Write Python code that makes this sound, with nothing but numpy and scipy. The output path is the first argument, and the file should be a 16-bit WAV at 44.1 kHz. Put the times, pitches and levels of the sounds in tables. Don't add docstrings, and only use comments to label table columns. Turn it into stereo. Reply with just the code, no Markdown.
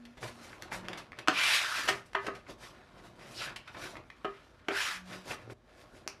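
import sys
import numpy as np
from scipy import signal
from scipy.fft import rfft, irfft, next_fast_len
from scipy.io import wavfile
from scipy.ndimage import uniform_filter1d

SR = 44100
rng = np.random.default_rng(int(sys.argv[2]) if len(sys.argv) > 2 else 0)


def unload_wav(signal):
    wavfile.write(
        sys.argv[1],
        SR,
        np.round(np.clip(np.atleast_2d(signal).T, -1, 1) * 32767).astype(np.int16),
    )


N = 273401
TIME, FREQS = np.arange(N) / SR, np.fft.rfftfreq(N, 1 / SR)
CLOCK = np.arange(0, N, 64) / SR

# (frequency [Hz], relative density [dB per Hz])
TICK_SPECTRUM = [(80, -6.5), (300, -14), (800, 5.5), (2200, 10), (4500, -3), (8000, -16), (12000, -20),
                 (15500, -54)]


def amp(db):
    return 10 ** (np.asarray(db) / 20)


def unit(x):
    return x / np.sqrt(np.mean(x ** 2) + 1e-20)


def read(points, hz):
    f, value = np.transpose(points)
    return np.interp(np.log(hz + 1), np.log(f + 1), value)


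def add(mix, s, sound):
    part = mix[max(round(s * SR), 0):][:len(sound)]
    part += sound[:len(part)]


def shaped(x, gain):
    return irfft(rfft(x) * gain, N)


def above(hz, corner_hz):
    return hz ** 4 / (hz ** 4 + corner_hz ** 4)


def bump(hz, centre_hz, octaves):
    return np.exp(-.5 * (np.log2((hz + 1) / centre_hz) / octaves) ** 2)


def wander(rate_hz):
    return unit(shaped(rng.standard_normal(N), 1 - above(FREQS, rate_hz)))


def pulse(colour_db, size=2048):
    log_gain = np.log(amp(colour_db(abs(np.fft.fftfreq(size, 1 / SR)))))
    click = np.fft.ifft(np.exp(np.conj(signal.hilbert(log_gain)))).real
    return click / np.linalg.norm(click)


def grains(per_s, spread_db):
    size = amp(spread_db * np.minimum(rng.exponential(1, N), 4))
    sign = rng.choice([-1, 1], N)
    occurs = rng.random(N) < per_s / SR
    return unit(size * sign * occurs)


def air(level_db=-63.5, side_db=11.5):
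    # (frequency [Hz], relative density [dB per Hz])
    noise_spectrum = [(12, -24.5), (20, -23), (50, 2.5), (74, -9.5), (87, 2), (109, -19.5), (144, -8.5),
                      (202, -14), (238, -5.5), (342, -18.5), (649, -19), (725, -24.5), (2030, -33.5),
                      (15500, -61)]
    gain = amp(read(noise_spectrum, FREQS))
    mid, side = (unit(shaped(z, gain)) for z in rng.standard_normal((2, N)))
    return amp(level_db) * np.array([mid, amp(side_db) * side])


def humming(waver_hz=1.57):
    # (start [s], end [s], frequency [Hz], level at the height of the swell [dB])
    hums = [(-.1, 0.167, 239.5, -53), (0.248, 0.486, 238.3, -59.5), (0.658, 1.07, 184.6, -55),
            (2.78, 3.315, 185, -65.5), (4.91, 5.277, 186, -52.5), (5.4, 5.604, 115.8, -51)]
    out, drift_hz = np.zeros(N), waver_hz * wander(rate_hz=3.8)
    for start, end, hz, db in hums:
        swell = np.sin(np.pi * np.clip((TIME - start) / (end - start), 0, 1))
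        phase = 2 * np.pi * np.cumsum(hz + drift_hz) / SR
        out += amp(db) * np.sqrt(2) * swell * np.sin(phase)
    return out


def short_rub(s, rise, fall, db, treble_db, hand_db):
    drop_db, shape = 10.5, 1.32
    peak_swish_hz, octaves_per_db = 2106, 0.2
    distance = abs(CLOCK - s) / np.where(CLOCK < s, rise, fall)
    speed_db = -drop_db * distance ** shape
    swish_hz = peak_swish_hz * 2 ** (octaves_per_db * speed_db)
    return db + speed_db, treble_db, swish_hz, hand_db + speed_db


def sweep(curve, lift_db_per_s=499, hand_db=-30):
    s, *columns = np.transpose(curve)
    db, treble_db, swish_hz = (np.interp(CLOCK, s, c) for c in columns)
    db = db - lift_db_per_s * abs(CLOCK - np.clip(CLOCK, s[0], s[-1]))
    return db, treble_db, swish_hz, db + hand_db


def motion():
    # (time of the height [s], rise [s], fall [s],
    # relative level [dB], relative treble [dB], relative level of the hand's dull rub [dB])
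    rubs = [ (.24, 0.023, 0.053, -49, -0.5, -42.5), (.45, 0.13, 0.15, -56, -3.5, -53),
            (.63, .015, .055, -57.5, -3, -56.5), (0.733, 0.015, 0.056, -44, -3.5, -49),
            (.91, 0.3, 0.13, -54, -20, -48), (.985, 0.012, 0.035, -47, -14, -59.5),
            (1.195, 0.021, 0.032, -52, -21, -48.5), (1.305, 0.013, 0.023, -55, -17, -55),
            (1.775, 0.024, .06, -40.5, -11, -51.5), (1.92, 0.1, 0.06, -48, -4.5, -45),
            (2.062, 0.0093, 0.035, -68, 13, -66), (2.258, 0.044, 0.021, -48.5, -13.5, -48.5),
            (2.355, 0.026, .04, -54, -17, -50.5), (2.503, 0.022, 0.032, -51.5, -7, -46.5),
            (2.639, 0.039, 0.075, -51.5, -5.5, -54.5), (2.76, 0.15, 0.22, -61.5, -16.5, -58.5),
            (2.985, .04, 0.062, -61, -10, -56), (3.055, .025, 0.054, -59.5, -3.5, -53.5),
            (3.215, 0.054, 0.22, -56.5, -9.5, -53.5), (3.33, 0.084, .06, -58, 2, -56.5),
            (3.47, 0.14, 0.1, -59, -17, -50), (3.689, 0.023, 0.029, -48.5, -21, -54),
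            (3.765, 0.017, 0.058, -52.5, -21, -49.5), (3.845, 0.076, 0.077, -45, -7, -48.5),
            (3.96, 0.072, 0.071, -62, -19, -51), (4.36, 0.18, 0.17, -60, -16.5, -66),
            (4.65, 0.061, .03, -66, -24, -77), (5.135, 0.056, 0.061, -45.5, -10, -48.5),
            (5.313, .042, 0.032, -42.5, -4.5, -42.5), (5.42, 0.14, 0.069, -61.5, -13, -57.5),
            (5.511, 0.019, 0.056, -61, -2, -49.5), (5.81, 0.097, .08, -66, 1, -56.5),
            (5.97, 0.078, 0.058, -65, 0, -57), ]
    # (time [s], relative level [dB], relative treble [dB], centre of the swish [Hz])
    sweeps = [
        [(1.335, -41, -14, 2460), (1.373, -28.5, -18, 2700), (1.433, -29, -10.5, 2130),
         (1.549, -26.5, -9.5, 2700), (1.595, -31.5, -8.5, 2370), (1.643, -33, -12.5, 1550),
         (1.685, -36.5, -10, 1610), (1.779, -34.5, -9.5, 1760), (1.865, -40.5, -8, 1730)],
        [(3.35, -60, 5, 6000), (3.385, -41.5, -15, 4800), (3.415, -36.5, -14, 2380), (3.45, -39.5, -9.5, 1720),
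         (3.52, -49, -19, 1490)],
        [(4.725, -41, -16, 1600), (4.775, -32.5, -10.5, 1820), (4.833, -35, -8.5, 2380), (4.865, -35, -9, 2150),
         (4.915, -37, -10.5, 1680), (4.961, -43, -8.5, 1770), (5.04, -65, -15, 1720)],
    ]
    # (relative level [dB], relative treble [dB], centre of the swish [Hz],
    # relative level of the hand's dull rub [dB])
    resting = (-68.5, -11, 1598, -65.5)
    strokes = [sweep(curve) for curve in sweeps] + [short_rub(*row) for row in rubs] + [resting]
    db, treble_db, swish_hz, hand_db = (np.array(np.broadcast_arrays(*column)) for column in zip(*strokes))
    power = amp(db) ** 2
    treble_db, swish_hz = (np.average(c, axis=0, weights=power) for c in (treble_db, swish_hz))
    card_gain = np.sqrt(power.sum(axis=0))
    hand_gain = np.linalg.norm(amp(hand_db), axis=0)
    return card_gain, treble_db, swish_hz, hand_gain


def scraping(gain, bright_db, centre_hz, level_db=-.5, treble_db=10.5, split_hz=4300, catch_db=-9, judder_db=0.66,
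             swish_db=7, swish_octaves=0.45, overtone_db=0.5, hollow_db=-6, patchy_db=2.0):
    # (frequency [Hz], relative density [dB per Hz])
    scrape_spectrum = [(150, -28), (300, -13.5), (650, -3.5), (1100, 2), (1400, 3.5), (2100, -1.5),
                       (3000, -1.5), (4000, -2.5), (5500, -5), (7500, -12), (11200, -15), (13500, -25.5),
                       (15500, -36)]
    # (frequency [Hz], width [Hz], added gain at the peak [dB])
    card_modes = [(1524, 250, -37), (2640, 900, -28), (3840, 110, -10)]
    catches = np.array([grains(per_s=260, spread_db=1) for _ in range(2)])
    slips = rng.standard_normal((2, N)) + amp(catch_db) * catches
    slips *= amp(judder_db * wander(rate_hz=57))
    hz, t, z = signal.stft(slips, SR, nperseg=512)
    hz, swish_hz = hz[:, None], np.interp(t, CLOCK, centre_hz)
    card = 1 + sum(amp(db) / (1 + (2 * (hz - f) / width) ** 2) for f, width, db in card_modes)
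    wedge_db = swish_db * bump(hz, swish_hz, swish_octaves)
    wedge_db += overtone_db * bump(hz, 3 * swish_hz, swish_octaves / 2)
    thin_db = hollow_db * (1 - above(hz, swish_hz / 2))
    colour = card * amp(read(scrape_spectrum, hz) + wedge_db + thin_db)
    patches = uniform_filter1d(rng.standard_normal(colour.shape), size=8, axis=1)
    patches = uniform_filter1d(patches, size=3, axis=0)
    colour *= amp(patchy_db * unit(patches))
    colour /= np.sqrt(np.mean(colour ** 2, axis=0))
    colour *= amp((np.interp(t, CLOCK, bright_db) + treble_db) * above(hz, split_hz))
    rub = signal.istft(z * colour, SR, nperseg=512)[1][:, :N]
    return amp(level_db) * np.interp(TIME, CLOCK, gain) * rub


def rustling(gain, level_db=-1.5, flutter_db=2):
    # (frequency [Hz], relative density [dB per Hz])
    rustle_spectrum = [(40, 1), (70, -25), (110, 4), (160, -3), (230, 0), (400, -2), (630, -1), (850, -6),
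                       (1200, -7.5), (3000, -67.5)]
    push = rng.standard_normal(N) * amp(flutter_db * wander(rate_hz=29))
    dull = unit(shaped(push, amp(read(rustle_spectrum, FREQS))))
    return amp(level_db) * np.interp(TIME, CLOCK, gain) * dull


def desk(force, build_cycles=5):
    # (frequency [Hz], relative level [dB], t60 [s])
    desk_modes = [(397.2, 7.5, 0.15), (500, -24.5, 0.096), (639.3, 6, 0.085), (1139, -6, 0.21),
                  (1244, -2, 0.24), (1530, -21.5, 0.055), (1770, -9, 0.19), (2005, -4, 0.21),
                  (2390, -6, 0.15), (2820, -7, 0.089), (3520, -20.5, .18), (3360, -20, .18)]
    t = np.arange(SR // 2) / SR
    ring = np.zeros(len(t))
    for hz, db, t60 in desk_modes:
        decay = amp(db - 60 * t / t60)
        build_up = 1 - np.exp(-hz * t / build_cycles)
        ring += decay * build_up * np.sin(2 * np.pi * hz * t)
    return signal.fftconvolve(force, ring / np.linalg.norm(ring))[:N]


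def crinkling(gain, level_db=-11):
    snaps = np.interp(TIME, CLOCK, gain) * grains(per_s=70, spread_db=-1)
    click = pulse(lambda hz: read(TICK_SPECTRUM, hz))
    return amp(level_db) * signal.oaconvolve(snaps, click)[:N]


def blow(colour_db, db, bass_db, treble_db, length, chatter=.1, rise=0.39, bass_hz=700, treble_hz=3600, size=4096):
    draw, age = rng.standard_normal(size), np.arange(size) / max(length * SR, 1)
    force = chatter * draw * abs(draw) * np.exp(-age) * (1 - np.exp(-age / rise))
    force[0] = 1
    click = pulse(lambda hz: colour_db(hz) + bass_db * (1 - above(hz, bass_hz)) + treble_db * above(hz, treble_hz))
    hit = signal.fftconvolve(force, click)
    window = .004 * SR
    return amp(db) * np.sqrt(window) * hit / np.linalg.norm(hit)


def ticking():
    # (time [s], level [dB], bass [dB], treble [dB], chatter time [s])
    ticks = [(0.053, -50.5, 5, 9.5, 0.0046), (.172, -44.5, 30, 8, 0.018), (.229, -35.5, 17, -15, 0.0058),
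             (.277, -44.5, -8, 13, 0.0082), (.529, -44, -17, -30, 0.0044), (0.623, -40.5, 17, 18.5, 0.0013),
             (.632, -46, 15, 0, 0.0017), (0.717, -32.5, 12, -18, 0.015), (0.743, -39.5, 21, -18, 0.0086),
             (0.885, -35.5, -15, 5.5, 0.00037), (.932, -37.5, -14, -2.5, 0.0029),
             (.975, -41.5, -2, 13, 0.013), (1.12, -44, 20, -3, 0.0015), (1.131, -45, 14, -22, 0.0015),
             (1.188, -38.5, -3, 8, 0.0047), (2.133, -46, 20, 6, 0.0019), (2.35, -48.5, -2, 13, 0.0088),
             (2.466, -49.5, -9, -18, 0.0084), (3.561, -36.5, -10, 7, 0.0077), (3.677, -45.5, -9, 2, 0.0046),
             (3.746, -41.5, 18, -18, 0.009), (3.955, -43.5, 3, -23, 0.002), (3.969, -41, 15, -2, 0.0033),
             (4.102, -44.5, 0, -5, 0.0019)]
    # (time [s], level [dB])
    knife_click = (6.0769, -32.5)
    # (frequency [Hz], relative density [dB per Hz])
    blade_spectrum = [(100, -18), (500, -11), (1200, -0.5), (1900, -6), (2600, -2.5), (3500, -17),
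                      (4500, -5), (5800, -2.5), (7500, -17), (11000, -17.5), (15500, -39)]
    out = np.zeros(N)
    for s, *contact in ticks:
        add(out, s, blow(lambda hz: read(TICK_SPECTRUM, hz), *contact, chatter=0.15, rise=0.18))
    s, db = knife_click
    click = blow(lambda hz: read(blade_spectrum, hz), db, bass_db=0, treble_db=0.0, length=0.00034, chatter=0.099)
    add(out, s, click)
    return out


def knocking(contact_db=4, contact_octaves=0.2, ring_db=-8.0):
    # (time [s], level [dB], bass [dB], treble [dB], chatter time [s], pitch of the contact [Hz],
    # relative desk ring [dB])
    knocks = [(1.2748, -26, -11, 1.5, 0.0024, 1500, -25), (1.2837, -16.5, -7, 1, 0.0011, 1500, -26),
              (1.2869, -25.5, 3, -29, 0.006, 192, -33), (1.877, -30, -10, 11.5, 0.0048, 1600, -22),
              (1.884, -18.5, -6.5, 13.5, 0.01, 2010, -7.5), (2.1482, -28.5, -4.5, -11, 0.0047, 980, -17),
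              (2.1511, -23.5, -10, -9, 0.0019, 1600, -4.5), (2.266, -32, 2.5, 9.5, 0.0052, 1750, -31),
              (2.281, -30, -2, -79, 0.004, 1050, -7.5), (2.486, -48.5, 24, -5, 0.014, 220, -22),
              (4.2463, -28, 2.5, -9, 0.0062, 1210, -6.5), (4.6843, -25.5, 5, 3, 0.0034, 1710, -12),
              (4.707, -29, -2, -14, 0.0066, 1250, -20), (5.309, -33.5, -19, -5, 0.0056, 2170, -6.5),
              (5.476, -46, 29, -8, 0.0031, 397, -13), (5.499, -43.5, 0, -46, 0.002, 1180, -28.5),
              (5.513, -46.5, 30, -11, 0.0075, 289, -24), (6.0648, -46, 11, -44, 0.00065, 597, -12)]
    # (frequency [Hz], relative density [dB per Hz])
    knock_spectrum = [(60, -12), (130, -10), (240, -3), (380, 1), (700, 0), (1400, -1.5), (2800, -5.5),
                      (4200, -17), (8000, -29.5), (15000, -45.5)]
    out = np.zeros(N)
    for s, db, bass_db, treble_db, length, pitch_hz, spot_db in knocks:
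        def colour_db(hz):
            return read(knock_spectrum, hz) + contact_db * bump(hz, pitch_hz, contact_octaves)

        contact = (colour_db, db, bass_db, treble_db, length)
        add(out, s, blow(*contact, chatter=0.28))
        add(out, s, amp(ring_db + spot_db) * desk(blow(*contact, chatter=0)))
    return out


def room_tail(build_s=0.0003):
    # (frequency [Hz], t60 [s])
    decay_times = [(150, 0.29), (500, 0.23), (1400, 0.29), (3700, 0.23), (10000, 0.17)]
    hz, t, z = signal.stft(rng.standard_normal(SR // 2), SR, nperseg=256)
    decay = np.exp(-np.log(1000) * t / read(decay_times, hz)[:, None])
    tail = signal.istft(z * decay, SR, nperseg=256)[1]
    tail *= 1 - np.exp(-np.arange(len(tail)) / SR / build_s)
    return tail / np.linalg.norm(tail)


def room(x, wet_db, side_phase=2.1, side_db=0, spread_db=0.5):
    analytic = signal.hilbert(x, next_fast_len(N))[:N]
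    turned = (analytic * np.exp(-1j * side_phase)).real
    tails = np.array([signal.fftconvolve(x, room_tail())[:N] for _ in range(2)])
    direct = np.array([x, amp(side_db) * turned])
    return direct + amp([[wet_db], [wet_db + spread_db]]) * tails


def scene(rub_side_db=-6):
    card_gain, bright_db, swish_hz, hand_gain = motion()
    rub, rub_side = scraping(card_gain, bright_db, swish_hz)
    hand = rustling(hand_gain)
    sound = room(knocking(), wet_db=-4.5, side_phase=2.1, side_db=-3.0)
    sound += room(ticking() + crinkling(hand_gain), wet_db=-4.0, side_phase=1.73, side_db=-2.5)
    sound += room(rub + amp(-31.5) * desk(rub), wet_db=-11.5, side_phase=1.9, side_db=-5.5, spread_db=4.0)
    sound[1] += amp(rub_side_db) * rub_side
    sound += room(hand + amp(-25) * desk(hand), wet_db=-5.0, side_phase=1.66, side_db=-2.0)
    sound[0] += humming()
    sound *= np.interp(TIME, [5.532, 5.538, 5.62, 5.7], [1, .15, .4, 1])
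    mid, side = sound + air()
    return np.array([mid + side, mid - side])


def record(dry, rumble_hz=30, edge_hz=15600):
    # (frequency [Hz], gain of the side [dB])
    side_width = [(50, -41.5), (170, -20.5), (350, -12), (700, -6.5), (1400, -2), (2800, 3), (5500, 5.5),
                  (10000, 9), (15000, 8.5)]
    mid = shaped(dry.mean(0), above(FREQS, rumble_hz))
    side = shaped((dry[0] - dry[1]) / 2, amp(read(side_width, FREQS)))
    low_pass = signal.firwin(511, edge_hz, window=("kaiser", 9), fs=SR)
    return signal.oaconvolve(np.array([mid + side, mid - side]), low_pass[None], "same")


dry = scene()
out = record(dry)
unload_wav(out)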